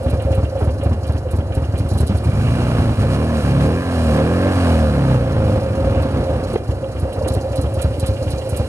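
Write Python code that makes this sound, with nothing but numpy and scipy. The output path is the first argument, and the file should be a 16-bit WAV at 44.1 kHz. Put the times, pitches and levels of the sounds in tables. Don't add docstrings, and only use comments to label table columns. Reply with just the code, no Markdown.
import sys
import numpy as np
from scipy import signal
from scipy.fft import rfft, irfft
from scipy.io import wavfile
from scipy.ndimage import uniform_filter1d

SR = 44100
rng = np.random.default_rng(int(sys.argv[2]) if len(sys.argv) > 2 else 0)


def store_wav(level_fs):
    pcm = np.round(np.clip(np.atleast_2d(level_fs), -1, 1) * 32767)
    wavfile.write(sys.argv[1], SR, pcm.T.astype(np.int16))


N = 382784
TIME = np.arange(N) / SR
REV_START_S, REV_END_S = 2.23, 6.55
REAR_DELAY = 315 / 720
IDLE_CYCLE_S = .125


def from_db(db):
    return 10 ** (np.asarray(db) / 20)


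def rms_one(x):
    return x / np.sqrt(np.mean(x ** 2) + 1e-20)


def in_time(rows):
    s, *columns = np.transpose(rows)
    return [np.interp(TIME, s, column) for column in columns]


def per_bin(points):
    hz, value = np.transpose(points)
    bin_hz = np.arange(N // 2 + 1) * SR / N
    return np.interp(np.log(bin_hz + 1), np.log(hz), value)


def cut(x, hz, kind, order=2):
    return signal.sosfilt(signal.butter(order, hz, kind, fs=SR, output="sos"), x + 1e-18)


def resonate(x, modes):
    out = 0
    for hz, width, db in modes:
        radius = np.exp(-np.pi * width / SR)
        poles = [1, -2 * radius * np.cos(2 * np.pi * hz / SR), radius * radius]
        out = out + from_db(db) * (1 - radius) * signal.lfilter([1, 0, -1], poles, x + 1e-18)
    return out


def evened(x):
    power = uniform_filter1d(uniform_filter1d(x ** 2, size=3500), size=2500)
    return x / np.sqrt(np.abs(power) + power.max() / 10 ** 4)


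def clicks(times, sizes):
    return np.bincount(np.clip(np.asarray(times) * SR, 0, N - 1).astype(int), sizes, N)


def swell(impulses, rise_s, decay_s):
    t = TIME[:SR // 4]
    shape = (1 - np.exp(-t / rise_s)) * np.exp(-t / decay_s)
    return signal.fftconvolve(impulses, shape / shape.max())[:N]


def bumps(rows):
    return sum(height * np.exp(-((TIME - s) / half_s) ** 2) for s, half_s, height in rows)


def delayed(x, lag):
    return np.pad(x, (int(abs(lag)), 0))[:N]


# f/Hz, likeness/1
LIKENESS = [(100, .99), (500, .93), (1000, .85), (2000, .8), (6000, .65), (13000, .5)]


def noise(colour):
    mid, side = rfft(rng.standard_normal((2, N)))
    alike = np.clip(per_bin(LIKENESS), 0, 1)
    ports = np.sqrt(1 + alike) * mid + np.sqrt(1 - alike) * side * [[1], [-1]]
    ends = [(colour[0][0] / 2, -90), *colour, (colour[-1][0] * 2, -90)]
    return rms_one(irfft(ports * from_db(per_bin(ends)), N))


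def knocks(rows, colour, rise_s, decay_s):
    times, db = np.transpose(rows)
    return swell(clicks(times, from_db(db / 2)), rise_s, decay_s) ** 2 * noise(colour)


# delay t/s, left level/dB, right level/dB
ECHOES = [(.011, -39, -41), (.017, -36, -29), (0.028, -10.5, -11)]


def reflections(exhaust):
    dull = cut(exhaust[0], 1550, "low")
    return sum(from_db([[left_db], [right_db]]) * delayed(dull, s * SR) for s, left_db, right_db in ECHOES)


# opening t/s, shutting t/s, push/(four-stroke cycles/s^2)
BLIPS = [(2.1, 2.599, 46.7), (3.021, 3.232, 99.3), (3.594, 3.801, 88.1), (4.173, 4.464, 65.8)]
START_CYCLES_PER_S = 20.69
DRAG_PER_S = .62
OPEN_S, SHUT_S = .104, .159


def effort():
    push = 0
    for opens, shuts, hard in BLIPS:
        edge = np.minimum((TIME - opens) / OPEN_S, (shuts - TIME) / SHUT_S)
        push = push + hard * np.clip(edge + .5, 0, 1)
    gained = push * (TIME > REV_START_S) / SR + clicks([REV_START_S], [START_CYCLES_PER_S])
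    speed = signal.lfilter([1], [1, -np.exp(-DRAG_PER_S / SR)], gained)
    speed = np.maximum(speed, START_CYCLES_PER_S * (TIME < REV_START_S))
    speed = np.maximum(speed, 1 / IDLE_CYCLE_S)
    return speed, speed / speed.max(), push / push.max()


# t/s, spread of level/dB
UNEVEN = [(2.2, 1.8), (3.1, 1.0), (3.8, .7), (4.8, .7), (5.4, 1.4), (6.5, 2.4)]


def rev_puffs(cycles, rear_db, jitter_s):
    count = np.arange(int(2 * cycles[-1]))
    rear = count % 2
    times = np.interp(count // 2 + rear * REAR_DELAY, cycles, TIME)
    chance = rng.standard_normal((len(times), 2))
    spread_db = np.interp(times, *np.transpose(UNEVEN))
    times = times + jitter_s * spread_db * chance[:, 0]
    puffs = clicks(times, from_db(rear * rear_db + spread_db * chance[:, 1]))
    return puffs, clicks(times, chance[:, 1])


# t/s, front level/dB, rear level/dB (relative, before the gains in idling)
BEATS = [(0.008, -23, -11.5), (0.131, -12, -42), (0.251, -14.5, -14.5), (0.377, -12, -13.5),
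         (0.621, -13, -12.5), (0.86, -11.5, -13.5), (1.095, -13, -15.5), (1.334, -13, -14.5),
         (1.57, -12, -17.5), (1.688, -21, -14), (1.802, -14, -15), (1.915, -14.5, -14), (2.003, -11.5, -11),
         (2.063, -35, -33), (2.094, -13.5, -19), (2.147, -14, -13.5), (6.55, -22, -36), (6.632, -49, -15.5),
         (7.027, -14.5, -35), (7.177, -19.5, -19), (7.305, -13.5, -14), (7.585, -14, -14),
         (7.714, -26, -17), (7.845, -11.5, -20), (7.981, -21, -14), (8.089, -13.5, -43),
         (8.216, -21, -16.5), (8.333, -15.5, -32), (8.468, -43, -16), (8.598, -14, -30)]
WEAK_FRONT_DB, WEAK_REAR_DB = -27, -23


def idle_firings():
    rows = []
    ends = [beat[0] for beat in BEATS[1:]] + [BEATS[-1][0] + IDLE_CYCLE_S]
    for (start, front_db, rear_db), end in zip(BEATS, ends):
        count = max(1, round((end - start) / IDLE_CYCLE_S))
        cycle = (end - start) / count
        for k in range(count):
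            rows.append((start + k * cycle, WEAK_FRONT_DB if k else front_db, cycle, 0))
            rows.append((start + (k + REAR_DELAY) * cycle, WEAK_REAR_DB if k else rear_db, cycle, 1))
    return np.array([row for row in rows if not REV_START_S < row[0] < REV_END_S])


def gas_drive(puffs, turbulence):
    crisp = effort()[1] ** 1.5
    return crisp * puffs + turbulence * rng.standard_normal(N)


# t/s, half length/s, level/dB
BUZZES = [(2.47, 0.026, -46), (2.605, 0.17, -49), (5.967, .08, -48)]
# f/Hz, level/dB
BUZZ = [(1900, -26), (2350, -2), (2900, 2), (3400, -31)]


def buzz():
    return bumps([(s, half_s, from_db(db)) for s, half_s, db in BUZZES]) * noise(BUZZ)


# f/Hz, level/dB
RATTLE = [(2500, -27), (3600, -16), (4050, 14), (5000, 11.5), (7000, 7), (8500, -5), (10400, 10),
          (12000, -5), (15500, -23)]


def rattle(running_db):
    chance = rng.random((170, 2))
    chance[:, 0] = (np.arange(len(chance)) + chance[:, 0]) / len(chance)
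    blows = knocks(chance * [N / SR, -12], RATTLE, rise_s=0.0061, decay_s=0.023)
    return from_db(np.minimum(running_db - 0.5, -53)) * blows


# start t/s, end t/s, gain/dB
WHIRRS = [(2.38, 2.857, 2), (2.995, 3.016, 6), (3.103, 3.163, 4.5), (3.342, 3.524, 3.5), (3.603, 3.67, 4),
          (3.91, 4.18, 3.5), (4.512, 4.802, 3), (4.798, 5.155, 1), (5.066, 5.155, 2.5), (5.458, 5.57, 3),
          (6.475, 6.547, 5.5)]


def whirr():
    gain_db = sum(db * ((TIME > start) & (TIME < end)) for start, end, db in WHIRRS)
    return uniform_filter1d(gain_db, size=800)


# t/s, level/dB
RUNNING = [(0.0, -49.5), (1.35, -54), (2.49, -44), (3.8, -43), (4.7, -41), (5.2, -47), (6.38, -47.5),
           (6.6, -52), (8.68, -44.5)]
# f/Hz, level/dB
CLACK = [(1900, -2), (2450, -6), (2900, 1.5), (3300, -0.5), (3800, -14)]
CLATTER = [(1200, 18.2), (2000, 8.5), (2400, 10), (2900, 11.4), (3300, 8.4), (4500, 1)]
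CLACK_LEAD_CYCLES = 0.453
CLACK_DB = -47
CLATTER_DB, CLATTER_DB_PER_DB, FULL_BURN_DB = 21.5, 2.8, -6


def valve_gear():
    times, burn_db, cycle, rear = idle_firings().T
    times = times - CLACK_LEAD_CYCLES * cycle
    heard = (rear == 0) & (cycle > .75 * IDLE_CYCLE_S) & (times > 0)
    running_db = np.interp(times, *np.transpose(RUNNING))
    clatter_db = running_db + CLATTER_DB + CLATTER_DB_PER_DB * (burn_db - FULL_BURN_DB)
    clack_db = CLACK_DB + .5 * (running_db - running_db.mean())
    clatter = knocks(np.column_stack([times, clatter_db])[heard], CLATTER, rise_s=0.0058, decay_s=0.1)
    clack = knocks(np.column_stack([times, clack_db])[heard], CLACK, rise_s=0.0048, decay_s=0.017)
    return clatter + clack


# t/s, edge level/dB, lower ring level/dB
TICKS = [(0.0348, -37, -50), (0.1022, -34, -49), (0.2209, -40, -58), (0.349, -36.5, -53),
         (0.5935, -36, -50), (0.6429, -42, -66), (0.8365, -39, -54), (1.071, -39, -48), (1.1228, -45, -59),
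         (1.3129, -35, -51), (1.3625, -40, -60), (1.5454, -34, -50), (1.781, -33.5, -48),
         (1.89, -33.5, -47), (1.935, -42, -57), (1.9784, -33, -51), (2.0078, -37, -59), (2.072, -32, -43.5),
         (2.173, -36, -47), (2.2418, -36, -56), (6.022, -39, -47), (6.535, -37, -47), (6.9975, -36.5, -52),
         (7.1322, -36.5, -47), (7.279, -26.5, -39.5), (7.3382, -28.5, -48), (7.5602, -31, -41.5),
         (7.6175, -29.5, -51), (7.7418, -36, -52), (7.819, -25.5, -43), (7.9983, -29.5, -42),
         (8.065, -24.5, -41.5), (8.307, -29.5, -41), (8.4946, -28.5, -56), (8.568, -25.5, -46)]
# f/Hz, level/dB
TICK_EDGE = [(5500, -8), (7000, -0.5), (8500, 2.5), (10400, 9.5), (12000, -1.5), (15500, -22)]
TICK_RING = [(2500, -13), (3000, 3.5), (3600, 2), (4050, 8.5), (5000, 3), (6500, -5.5)]
TICK_LEAD_S, EDGE_DB, RING_DB, CONTACTS_PER_S = 0.0075, -12, -3, 600


def head_ticks():
    times, edge_db, ring_db = np.transpose(TICKS)
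    starts = times - TICK_LEAD_S
    edge = knocks(np.column_stack([starts, edge_db + EDGE_DB]), TICK_EDGE, rise_s=.014, decay_s=.014)
    ring = knocks(np.column_stack([starts, ring_db + RING_DB]), TICK_RING, rise_s=0.014, decay_s=0.03)
    contacts = swell(1. * (rng.random(N) < CONTACTS_PER_S / SR), rise_s=.0002, decay_s=.0012)
    return (edge + ring) * rms_one(1 + contacts)


# f/Hz, level/dB
CHURN = [(20, -23), (45, -9.5), (70, 3.5), (110, 6), (170, -14.5), (270, -6.5), (400, -10.5), (650, -12),
         (900, -21.5), (1500, -25.5), (2100, -36), (2800, -66), (3600, -45)]
HISS = [(1760, 5.5), (3000, 8.5), (3660, 1.5), (4060, 7), (6490, -1.5), (7650, -4), (9940, 1), (11600, -7),
        (14300, -20.5), (15000, -31), (15600, -38)]
# f/Hz, width/Hz, level/dB
CASE_MODES = [(1700, 60, -11), (2394, 17.5, 10), (2785, 24, 6), (4040, 40, -2), (6800, 45, -10),
              (10220, 130, -6)]


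def machinery(puffs):
    running_db = in_time(RUNNING)[0]
    churn = from_db(np.minimum(running_db + 23.5, -29)) * noise(CHURN)
    pulsing = evened(1 + 0.99 * swell(puffs, rise_s=0.00065, decay_s=0.036))
    hiss = from_db(running_db - 3.5 + whirr()) * noise(HISS) * pulsing
    metal = hiss + head_ticks() + valve_gear() + rattle(running_db)
    fin_hz = np.geomspace(3700, 12500, num=26) * rng.uniform(.98, 1.02, size=26)
    fins = resonate(metal, [(hz, 36, -3) for hz in fin_hz])
    return churn + metal + fins + buzz() + resonate(metal + churn, CASE_MODES)


# f/Hz, width/Hz, level/dB
INTAKE_MODES = [(2370, 80, 6), (2580, 83, -13)]


def intake(puffs):
    _, pace, throttle = effort()
    gulps = evened(.5 + swell(puffs, rise_s=.001, decay_s=0.019)) * rng.standard_normal(N)
    snarl = rms_one(cut(resonate(gulps, INTAKE_MODES), [1900, 3400], "band"))
    return from_db(-50 - 4 * pace) * np.minimum(2 * throttle, 1) * snarl


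# t/s, peak level/dB
BACKFIRE = [(6.536, -20.5), (6.556, -15)]
# t/s, peak level/dB
HUFFS = [(0.6, -26), (7.07, -32), (7.155, -31.5), (7.25, -26), (7.345, -33.5)]
# f/Hz, level/dB
HUFF = [(230, 5), (400, 8), (700, 5), (1000, -7), (1600, -13), (3000, -27)]
WHUMP_S, WHUMP_DB, WHUMP_HZ, WHUMP_WIDTH_HZ = 2.096, 38, 193, 18


def backfire():
    pop_colour = [(150, 7), (450, 12.5), (900, -6.5), (3200, -23), (4200, -23)]  # f/Hz, level/dB
    pop = knocks(BACKFIRE, pop_colour, rise_s=0.0026, decay_s=0.0082)
    huff = knocks(HUFFS, HUFF, rise_s=0.0088, decay_s=0.044)
    whump = resonate(clicks([WHUMP_S], [from_db(WHUMP_DB)]), [(WHUMP_HZ, WHUMP_WIDTH_HZ, 0)])
    return pop + huff + cut(whump, 400, "low")


# f/Hz, width/Hz, level/dB
CAN_MODES = [(534.4, 21.7, 11), (606, 14, -18), (700, 35, -12)]
# t/s, level/dB
CAN_LEVEL = [(0, -22.5), (.55, -30.5), (1.1, -31.5), (2.2, -35), (2.6, -42), (3.3, -32), (3.9, -36),
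             (4.2, -41), (4.75, -27), (5.05, -24.5), (5.4, -22.5), (5.56, -18.5), (5.7, -23), (5.78, -20),
             (5.98, -18), (6.12, -31), (6.28, -19.5), (6.7, -36), (7.25, -24.5), (8.0, -26), (8.68, -27)]
# t/s, peak level/dB
HOOTS = [(0.049, -37), (0.186, -28), (0.272, -17), (0.325, -20.5), (0.52, -24), (0.552, -18.5), (0.69, -27),
         (0.828, -19.5), (1.136, -46), (1.253, -23.5), (1.506, -29), (1.825, -42), (1.908, -29),
         (4.18, -15), (4.455, -13), (6.719, -24), (6.828, -19.5), (7.045, -21.5), (7.209, -17),
         (7.323, -28), (7.443, -19), (7.541, -22), (7.655, -29), (7.759, -25), (8.073, -44), (8.208, -22),
         (8.38, -28), (8.461, -26), (8.588, -22)]
CAN_DB, HOOT_DB = -7, -6


def silencer(puffs):
    ring = cut(resonate(gas_drive(puffs, .009), CAN_MODES), [400, 900], "band")
    times, db = np.transpose(HOOTS)
    hoots = swell(clicks(times, from_db(db + HOOT_DB)), rise_s=0.0035, decay_s=0.022)
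    firm = ring / np.sqrt(uniform_filter1d(ring ** 2, size=500) + .1 * np.mean(ring ** 2))
    return -from_db(in_time(CAN_LEVEL)[0] + CAN_DB) * evened(ring) - hoots * firm


def flare():
    opens = [blip[0] for blip in BLIPS]
    return from_db(4.5 * swell(clicks(opens, np.ones(len(opens))), rise_s=0.034, decay_s=0.013))


# t/s, half length/s, loss/dB
STUMBLES = [(2.07, 0.024, 20), (2.215, 0.03, 6), (2.315, 0.012, 7), (2.425, 0.01, 3), (2.96, 0.015, 15),
            (3.422, 0.017, 7), (3.825, 0.019, 3), (4.54, .016, 8), (5.19, 0.019, 5), (5.25, 0.016, 4),
            (5.61, 0.012, 9), (6.1, 0.03, 5), (6.27, .02, 8)]


def stumble_loss_db():
    return bumps(STUMBLES)


# t/s, level/dB
LUMPS = [(2.268, -20), (2.386, -23), (2.79, -18), (5.565, -17.5), (5.797, -24), (5.845, -17), (5.894, -19),
         (5.945, -20.5), (5.995, -24), (6.042, -16), (6.159, -17), (6.205, -18), (6.3, -20)]
# f/Hz, width/Hz, level/dB
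THUMP_MODES = [(74.3, 19, 10), (92.3, 7.6, 8), (111.7, 12.5, -6)]
# f/Hz, width/Hz, level/dB
BARK_MODES = [(216, 22, -1.5), (258.4, 75, 5), (324, 9.7, -12), (392, 820, -6)]
# f/Hz, level/dB
RASP = [(500, 1), (650, -4.5), (850, -8.5), (1000, -12.5), (1250, -10.5), (1450, -13.5), (1660, -14),
        (1900, -22), (2400, -21), (2850, -25), (3600, -27), (6000, -38.5)]


def idling():
    firings = [*map(tuple, idle_firings()[:, :2]), *map(tuple, LUMPS)]
    times, puff_db = np.transpose(sorted(firings))
    puffs = clicks(times, from_db(puff_db))
    gas = swell(puffs, rise_s=0.0033, decay_s=0.018) * rng.standard_normal(N)
    thump = cut(cut(resonate(puffs, THUMP_MODES), 200, "low"), 59.0, "high")
    bark = cut(resonate(puffs + 0.048 * gas, BARK_MODES), 514, "low")
    rested = np.clip(np.diff(times, prepend=0) / 0.23, .3, 1)
    blows = clicks(times, from_db(puff_db) * rested ** 0.8)
    chuff = swell(blows, rise_s=0.003, decay_s=0.02) * noise(RASP)
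    edge = flare()
    return from_db(45.0) * thump + edge ** 0.71 * from_db(27.5) * bark + edge * from_db(-14.0) * chuff


# f/Hz, width/Hz, level/dB
SNARL_MODES = [(1170, 53, -2), (1324, 57, -7), (1594, 36, -0.5), (1697, 24, -1.5)]


def header(puffs):
    ring = resonate(gas_drive(puffs, .002), SNARL_MODES)
    ring = evened(cut(ring, [950, 1850], "band", order=3))
    return ring * from_db(-37.5) * effort()[1] ** 3.4


# f/Hz, width/Hz, level/dB
GROWL_MODES = [(372.7, 13, 7.5), (504, 49, 1), (720, 37, -37), (1030, 79, 0)]


def growl(puffs):
    _, pace, throttle = effort()
    ring = resonate(gas_drive(puffs, .0013), GROWL_MODES)
    ring = evened(cut(ring, [300, 1900], "band", order=3))
    return ring * pace ** 1.9 * from_db(-36 + 3.2 * throttle)


def jet_rasp(puffs, bark_db, even):
    pace = effort()[1]
    jet = evened(1.25 - pace + pace * swell(puffs, rise_s=.0008, decay_s=.005))
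    return jet * noise(RASP) * pace ** 0.34 * from_db(-19.5 + .5 * bark_db - 2.5 * even)


WAVER_PER_S = 9


def waver():
    knots = np.arange(0, N / SR + 1, 1 / WAVER_PER_S)
    return np.interp(TIME, knots, rng.standard_normal(len(knots)))


# f/Hz, level/dB
PIPE = [(35, -28), (55, -7.5), (66, -3), (80, 0), (105, 3), (150, -0.5), (200, -2.5), (250, 0), (330, 0),
        (420, -2), (540, 2.5), (620, -3.5), (750, 1.5), (950, -10)]
# multiple of the cycle rate/1, low-speed level/dB,
# level coasting at high speed/dB, level pulling at high speed/dB
ORDER_DB = [(2, 0, 3.5, 0), (3, -3, -8, -6), (4, 0.5, -4, -0.5), (5, -2.5, -8.5, -7), (6, -9, 1.5, -3),
            (7, -9.5, -31, -9.5), (8, -8.5, -18.5, -10.5), (9, -14, -12.5, -10), (10, -17.5, -15, -14),
            (11, -28, -23, -8), (12, -18, -16.5, -8.5), (13, -25, -15, -14.5), (14, -20, -8.5, -15),
            (15, -22, -19, -29), (16, -22, -13, -18.5), (17, -23, -17, -26), (18, -23, -15, -22),
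            (20, -29, -18.5, -21)]
WAVER_DB, WAVER_RAD = 2.25, .35
FAST_CYCLES_PER_S, FAST_SPAN_CYCLES_PER_S = 36.2, 3.5
PHASE_SPREAD_RAD = .13


def pipe_hum(cycles):
    speed, pace, throttle = effort()
    hz, pipe_db = np.transpose(PIPE)
    loose = np.minimum(2 * (1 - pace), 1)
    load = np.minimum(3.6 * throttle, 1)
    fast = np.clip((speed - FAST_CYCLES_PER_S) / FAST_SPAN_CYCLES_PER_S + .5, 0, 1)
    out = 0
    for order, slow_db, coast_db, pull_db in ORDER_DB:
        k = round(order)
        fast_db = coast_db + (pull_db - coast_db) * load
        level_db = (1 - fast) * slow_db + fast * fast_db + np.interp(k * speed, hz, pipe_db)
        phase = 2 * np.pi * k * cycles + (k % 2) * np.pi / 2
        phase = phase + PHASE_SPREAD_RAD * k * rng.standard_normal() + WAVER_RAD * loose * waver()
        out = out + from_db(level_db + WAVER_DB * loose * waver()) * np.cos(phase)
    return evened(out)


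# t/s, bass level/dB, bark level/dB
EXHAUST = [(2.25, -17, -31), (2.42, -18.5, -24.5), (2.48, -17.5, -22.5), (2.6, -21.5, -18.5),
           (2.8, -17, -20.5), (2.92, -18, -21.5), (3.08, -17, -23.5), (3.27, -22, -24.5),
           (3.47, -17.5, -18), (3.65, -16, -18), (3.74, -22.5, -26), (3.85, -25, -24.5), (4.12, -16.5, -18),
           (4.3, -20, -19), (4.48, -20, -11), (4.72, -17, -14.5), (4.95, -19, -19.5), (5.13, -16, -19),
           (5.3, -20.5, -23), (5.5, -19, -21), (5.68, -23, -28.5), (5.88, -18.5, -23.5), (6.2, -22, -22),
           (6.5, -26.5, -29)]
# t/s, half length/s, gain/dB
SURGES = [(2.8, 0.05, 2), (3.14, 0.031, 1.5), (3.64, 0.02, 0.5), (4.17, 0.048, 3), (4.69, .045, 2),
          (5.12, 0.043, 2.5), (5.99, 0.053, 1.5)]
# f/Hz, width/Hz, level/dB
BOOM_MODES = [(71, 15, 4), (94.6, 6.4, 3), (112, 14, -1)]
HUM_DB, RUMBLE_DB, BARK_DB = 0.7, -6.5, -5
RUMBLE_FADE_DB, BARK_FADE_DB = 20, 14


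def revving(cycles, puffs, departures):
    bass_db, bark_db = in_time(EXHAUST)
    bass_db = bass_db - stumble_loss_db()
    bark_db = bark_db - 0.77 * stumble_loss_db()
    pace = effort()[1]
    even = np.maximum(2 * pace - 1, 0)
    hum = pipe_hum(cycles) * pace ** 0.41
    burble = departures + 0.033 * rng.standard_normal(N)
    rumble = evened(cut(cut(resonate(burble, BOOM_MODES), 80, "high", order=4), 200, "low"))
    bark = resonate(gas_drive(puffs, .014), BARK_MODES)
    bark = evened(cut(cut(bark, 192, "high", order=3), 457, "low"))
    low = from_db(bass_db + HUM_DB) * hum
    low = low + from_db(bass_db + RUMBLE_DB - RUMBLE_FADE_DB * even) * rumble
    middle = from_db(bark_db + BARK_DB - BARK_FADE_DB * even) * bark
    edge = growl(puffs) + jet_rasp(puffs, bark_db, even) + header(puffs)
    return low + middle + flare() * from_db(bumps(SURGES)) * edge


# f/Hz, left minus right level/dB
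BALANCE_DB = [(100, -0.16), (500, -2), (1200, -1), (1800, -0.5), (2700, -7.5), (4200, -2.5), (6400, -2.5),
              (8400, -16), (10300, -8), (15000, -13)]
PORT_LAG = 6


def two_ports(bike):
    left, right = irfft(rfft(bike) * from_db(per_bin(BALANCE_DB) * [[.5], [-.5]]), N)
    return np.array([delayed(left, PORT_LAG), cut(right, 3.8, "high", order=1)])


def scene():
    gate = uniform_filter1d(1. * ((TIME > REV_START_S) & (TIME < REV_END_S)), size=900)
    cycles = np.cumsum(effort()[0]) / SR
    puffs, departures = rev_puffs(cycles, rear_db=-0.5, jitter_s=.00005)
    gated_puffs = puffs * gate
    background = machinery(gated_puffs) + backfire()
    banging = idling() * from_db(-stumble_loss_db()) + silencer(gated_puffs)
    revs = gate * (revving(cycles, puffs, departures) + intake(puffs))
    return two_ports(background + banging + revs + reflections(banging))


def record(dry):
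    rounded = 1.542 * np.tanh(dry / 1.032)
    return signal.sosfilt(signal.ellip(10, .1, 80, 15700, fs=SR, output="sos"), rounded)


dry = scene()
out = record(dry)
store_wav(out)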